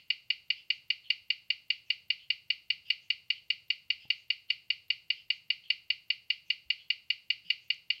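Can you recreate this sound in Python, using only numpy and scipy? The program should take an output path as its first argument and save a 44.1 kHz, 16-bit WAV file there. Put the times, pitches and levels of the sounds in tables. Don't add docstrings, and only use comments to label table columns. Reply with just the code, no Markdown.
import sys
import numpy as np
from scipy import signal
from scipy.fft import rfft, irfft
from scipy.io import wavfile

SR = 44100
rng = np.random.default_rng(int(sys.argv[2]) if len(sys.argv) > 2 else 0)


def persist_wave(psi):
    counts = np.round(np.clip(psi, -1, 1) * 32767).astype(np.int16)
    wavfile.write(sys.argv[1], SR, np.atleast_2d(counts).T)


N = 352800

# f/Hz, relative level/dB
ROOM_TONE = [(20, -105), (45, -96.5), (75, -88.5), (120, -86.5), (180, -92), (240, -100), (500, -101.5),
             (1100, -106), (3000, -107), (7000, -109), (11000, -112), (12500, -108.5), (15800, -109)]
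HARD_TICKS = [2.9, 3.7, 4.9, 7.7]
LEVEL_LIFTS = [1.1, 2.9, 4.1, 5.7, 7.5]
# delay/ms, relative level/dB
SOUNDER_KICKS = [(0, -2.6), (1.715, -1.5), (2.01, 2.1), (2.472, 5), (3.1, -3), (5.542, -12), (5.672, -5),
                 (7.659, -3)]
# f/Hz, width/Hz, gain/dB
SOUNDER_MODES = [(2048.6, 38.04, 5.5), (2319, 74.3, 2.5), (2513.6, 60, -3), (2822.5, 79, 6),
                 (2869, 64, -4.5), (3729, 61, -11.5), (4492, 78, 1.5), (5058, 160, -8)]
# f/Hz, width/Hz, gain/dB
CASE_MODES = [(1409, 33.7, -20.5), (7500, 400, -38.5)]
# delay/s, gain/dB
WALL_ECHOES = [(.0098, -28.5), (0.02, -21.5), (0.0293, -26), (.054, -37)]
# f/Hz, relative level/dB
SOUNDER_TAIL = [(1050, -42.5), (1380, -33), (1750, -37), (2030, -11.5), (2350, -8), (2600, -7), (2850, -1),
                (3100, -10.5), (3400, -22.5), (4130, -13.5), (4500, -9.5), (5200, -22.5), (5700, -32.5),
                (8500, -52.5)]
# f/Hz, relative level/dB
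ROOM_TAIL = [(100, -4.5), (5000, -7), (16000, -8)]
# t/s, length/s, lower f/Hz, its relative level/dB,
# upper f/Hz, its relative level/dB, its width/Hz
TURN_SQUEAKS = [(0.547, 0.055, 2900, -58, 4890, -66.5, 405), (0.702, 0.07, 2690, -69.5, 6096, -79, 1441),
                (1.037, .035, 3020, -57, 4264, -65, 220)]
# t/s, level/dB, body f/Hz, t60/s, attack/s, contact noise re body/dB, its top f/Hz
SOFT_KNOCKS = [(0.782, -64.5, 145, 0.127, 0.0057, -10, 400), (3.53, -70, 168, 0.117, 0.00147, 6, 380),
               (4.051, -54, 133, 0.054, 0.0042, -2.5, 355.7), (6.656, -55, 68.7, 0.11, .014, -27, 297),
               (7.45, -60, 172, 0.22, .017, -16.5, 300)]
# t/s, peak level/dB
SHARP_CLICKS = [(7.745, -46)]

FIRST_BEAT_S, BEAT_S = .1017, .199993


def undb(db):
    return 10 ** (np.asarray(db) / 20)


def unit(x):
    return x / np.sqrt(np.mean(x ** 2))


def seconds(length):
    return np.arange(int(length * SR)) / SR


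def fade(t, t60):
    return np.exp(-np.log(1000) * t / t60)


def add(out, start, sound):
    i = max(int(round(start * SR)), 0)
    part = sound[:max(len(out) - i, 0)]
    out[i:i + len(part)] += part


def band(x, lo_hz, hi_hz, order=2):
    return signal.sosfilt(signal.butter(order, [lo_hz, hi_hz], "band", fs=SR, output="sos"), x)


def ring(x, hz, width_hz):
    return signal.lfilter(*signal.iirpeak(hz, hz / width_hz, fs=SR), x)


def noise(n, colour):
    hz, db = np.transpose(colour)
    gain = undb(np.interp(np.log(np.fft.rfftfreq(n, 1 / SR) + 1), np.log(hz), db))
    return unit(irfft(rfft(rng.standard_normal(n)) * gain, n))


def beat_times():
    return np.arange(FIRST_BEAT_S, N / SR, BEAT_S)


def beat_levels(accents_s, accent_db, scatter_db=0):
    beats = beat_times()
    accented = np.abs(beats[:, None] - accents_s).min(axis=1) < BEAT_S / 2
    return scatter_db * rng.standard_normal(len(beats)) + accent_db * accented


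def with_echoes(x):
    out = x.copy()
    for delay, db in WALL_ECHOES:
        add(out, delay, x * undb(db))
    return out


def reverb(x, colour, db, t60, predelay_s, build_s):
    t = seconds(.45)
    bloom = np.clip((t - predelay_s) / build_s, 0, 1)
    tail = noise(len(t), colour) * fade(t, t60) * bloom
    tail *= undb(db) / np.linalg.norm(tail)
    return irfft(rfft(x) * rfft(tail, N), N)


def room_tone(level_db=-74.5, waver_db=1.2):
    air = noise(N, ROOM_TONE) * undb(level_db)
    hum = signal.sosfiltfilt(signal.butter(2, 250, fs=SR, output="sos"), air)
    waver = np.interp(np.arange(N), np.linspace(0, N, 64), rng.standard_normal(64))
    return air + hum * (undb(waver_db * waver) - 1)


def escapement(tick_db=-67.5, tock_db=-70, unlock_db=-11, plate_db=-5, lead_s=.0203, unlock_s=.005):
    envelope, t = np.zeros(N), seconds(.04)
    strike = fade(t, t60=.029) * np.minimum(t / .0012, 1)
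    landings = beat_times() - lead_s
    levels = beat_levels(HARD_TICKS, accent_db=4.5) + np.resize([tick_db, tock_db], len(landings))
    for start, db in zip(landings, levels):
        add(envelope, start - unlock_s, strike * undb(db + unlock_db))
        add(envelope, start, strike * undb(db))
    steel = unit(band(rng.standard_normal(N), lo_hz=11700, hi_hz=14700, order=4))
    plate = unit(band(rng.standard_normal(N), lo_hz=2200, hi_hz=4600, order=3))
    return envelope * (steel + undb(plate_db) * plate)


def sounder(drive_db=6.0, edge_db=-60):
    size = 4096
    hz = np.fft.rfftfreq(size, 1 / SR)
    kick_spectrum = sum(undb(db) * np.exp(-2j * np.pi * hz * ms / 1000) for ms, db in SOUNDER_KICKS)
    kicks = irfft(kick_spectrum)[:size // 2]
    trigger = np.zeros(N)
    for start, db in zip(beat_times(), beat_levels(LEVEL_LIFTS, accent_db=1.2, scatter_db=.15)):
        add(trigger, start, undb([db]))
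    drive = signal.fftconvolve(trigger, kicks * undb(drive_db))[:N]
    body = sum(undb(db) * ring(drive, f, width) for f, width, db in SOUNDER_MODES)
    body = band(body, lo_hz=2058, hi_hz=5026, order=8)
    case = sum(undb(db) * ring(drive, f, width) for f, width, db in CASE_MODES)
    case = band(case, lo_hz=1007, hi_hz=7750, order=12)
    edge = undb(edge_db) * band(drive, lo_hz=11500, hi_hz=15600)
    tail = reverb(trigger, SOUNDER_TAIL, db=-13.5, t60=.35, predelay_s=.0017, build_s=.012)
    return with_echoes(body + case + edge) + tail


def squeaks(turn_s=1.149, lower_width_hz=600):
    out = np.zeros(N)
    for start, length, lower_hz, lower_db, upper_hz, upper_db, upper_width_hz in TURN_SQUEAKS:
        pressure = np.zeros(N)
        for turn in np.arange(0, N / SR, turn_s):
            add(pressure, start + turn, signal.windows.tukey(int(length * SR), .5))
        for hz, width, db in (lower_hz, lower_width_hz, lower_db), (upper_hz, upper_width_hz, upper_db):
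            friction = rng.standard_normal(N)
            squeal = unit(ring(ring(friction, hz, width), hz, width))
            out += pressure * undb(db) * squeal
    return out


def handling(desk_at_s=4.053, desk_db=-60, desk_hz=850):
    out, t = np.zeros(N), seconds(.3)
    for start, db, hz, t60, attack, contact_db, top_hz in SOFT_KNOCKS:
        thump = np.sin(2 * np.pi * hz * t) * fade(t, t60) * np.minimum(t / attack, 1)
        contact = unit(band(rng.standard_normal(len(t)), lo_hz=70, hi_hz=top_hz)) * fade(t, t60=.037)
        add(out, start, undb(db) * (thump + undb(contact_db) * contact))
    add(out, desk_at_s, undb(desk_db) * np.sin(2 * np.pi * desk_hz * t) * fade(t, t60=.04))
    for start, db in SHARP_CLICKS:
        burst = rng.standard_normal(len(t)) * fade(t, t60=.003)
        click = band(burst, lo_hz=1800, hi_hz=6300, order=4)
        add(out, start, undb(db) * click / np.abs(click).max())
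    return out


def scene():
    near = escapement() + handling()
    far = squeaks()
    send = undb(-12) * near + far
    room = reverb(send, ROOM_TAIL, db=-.5, t60=.21, predelay_s=.0066, build_s=.0092)
    return (sounder() + near + undb(-1) * far + room + room_tone())[None]


def record(dry, top_hz=15800):
    return signal.sosfilt(signal.ellip(10, .1, 70, top_hz, fs=SR, output="sos"), dry)


dry = scene()
out = record(dry)
persist_wave(out)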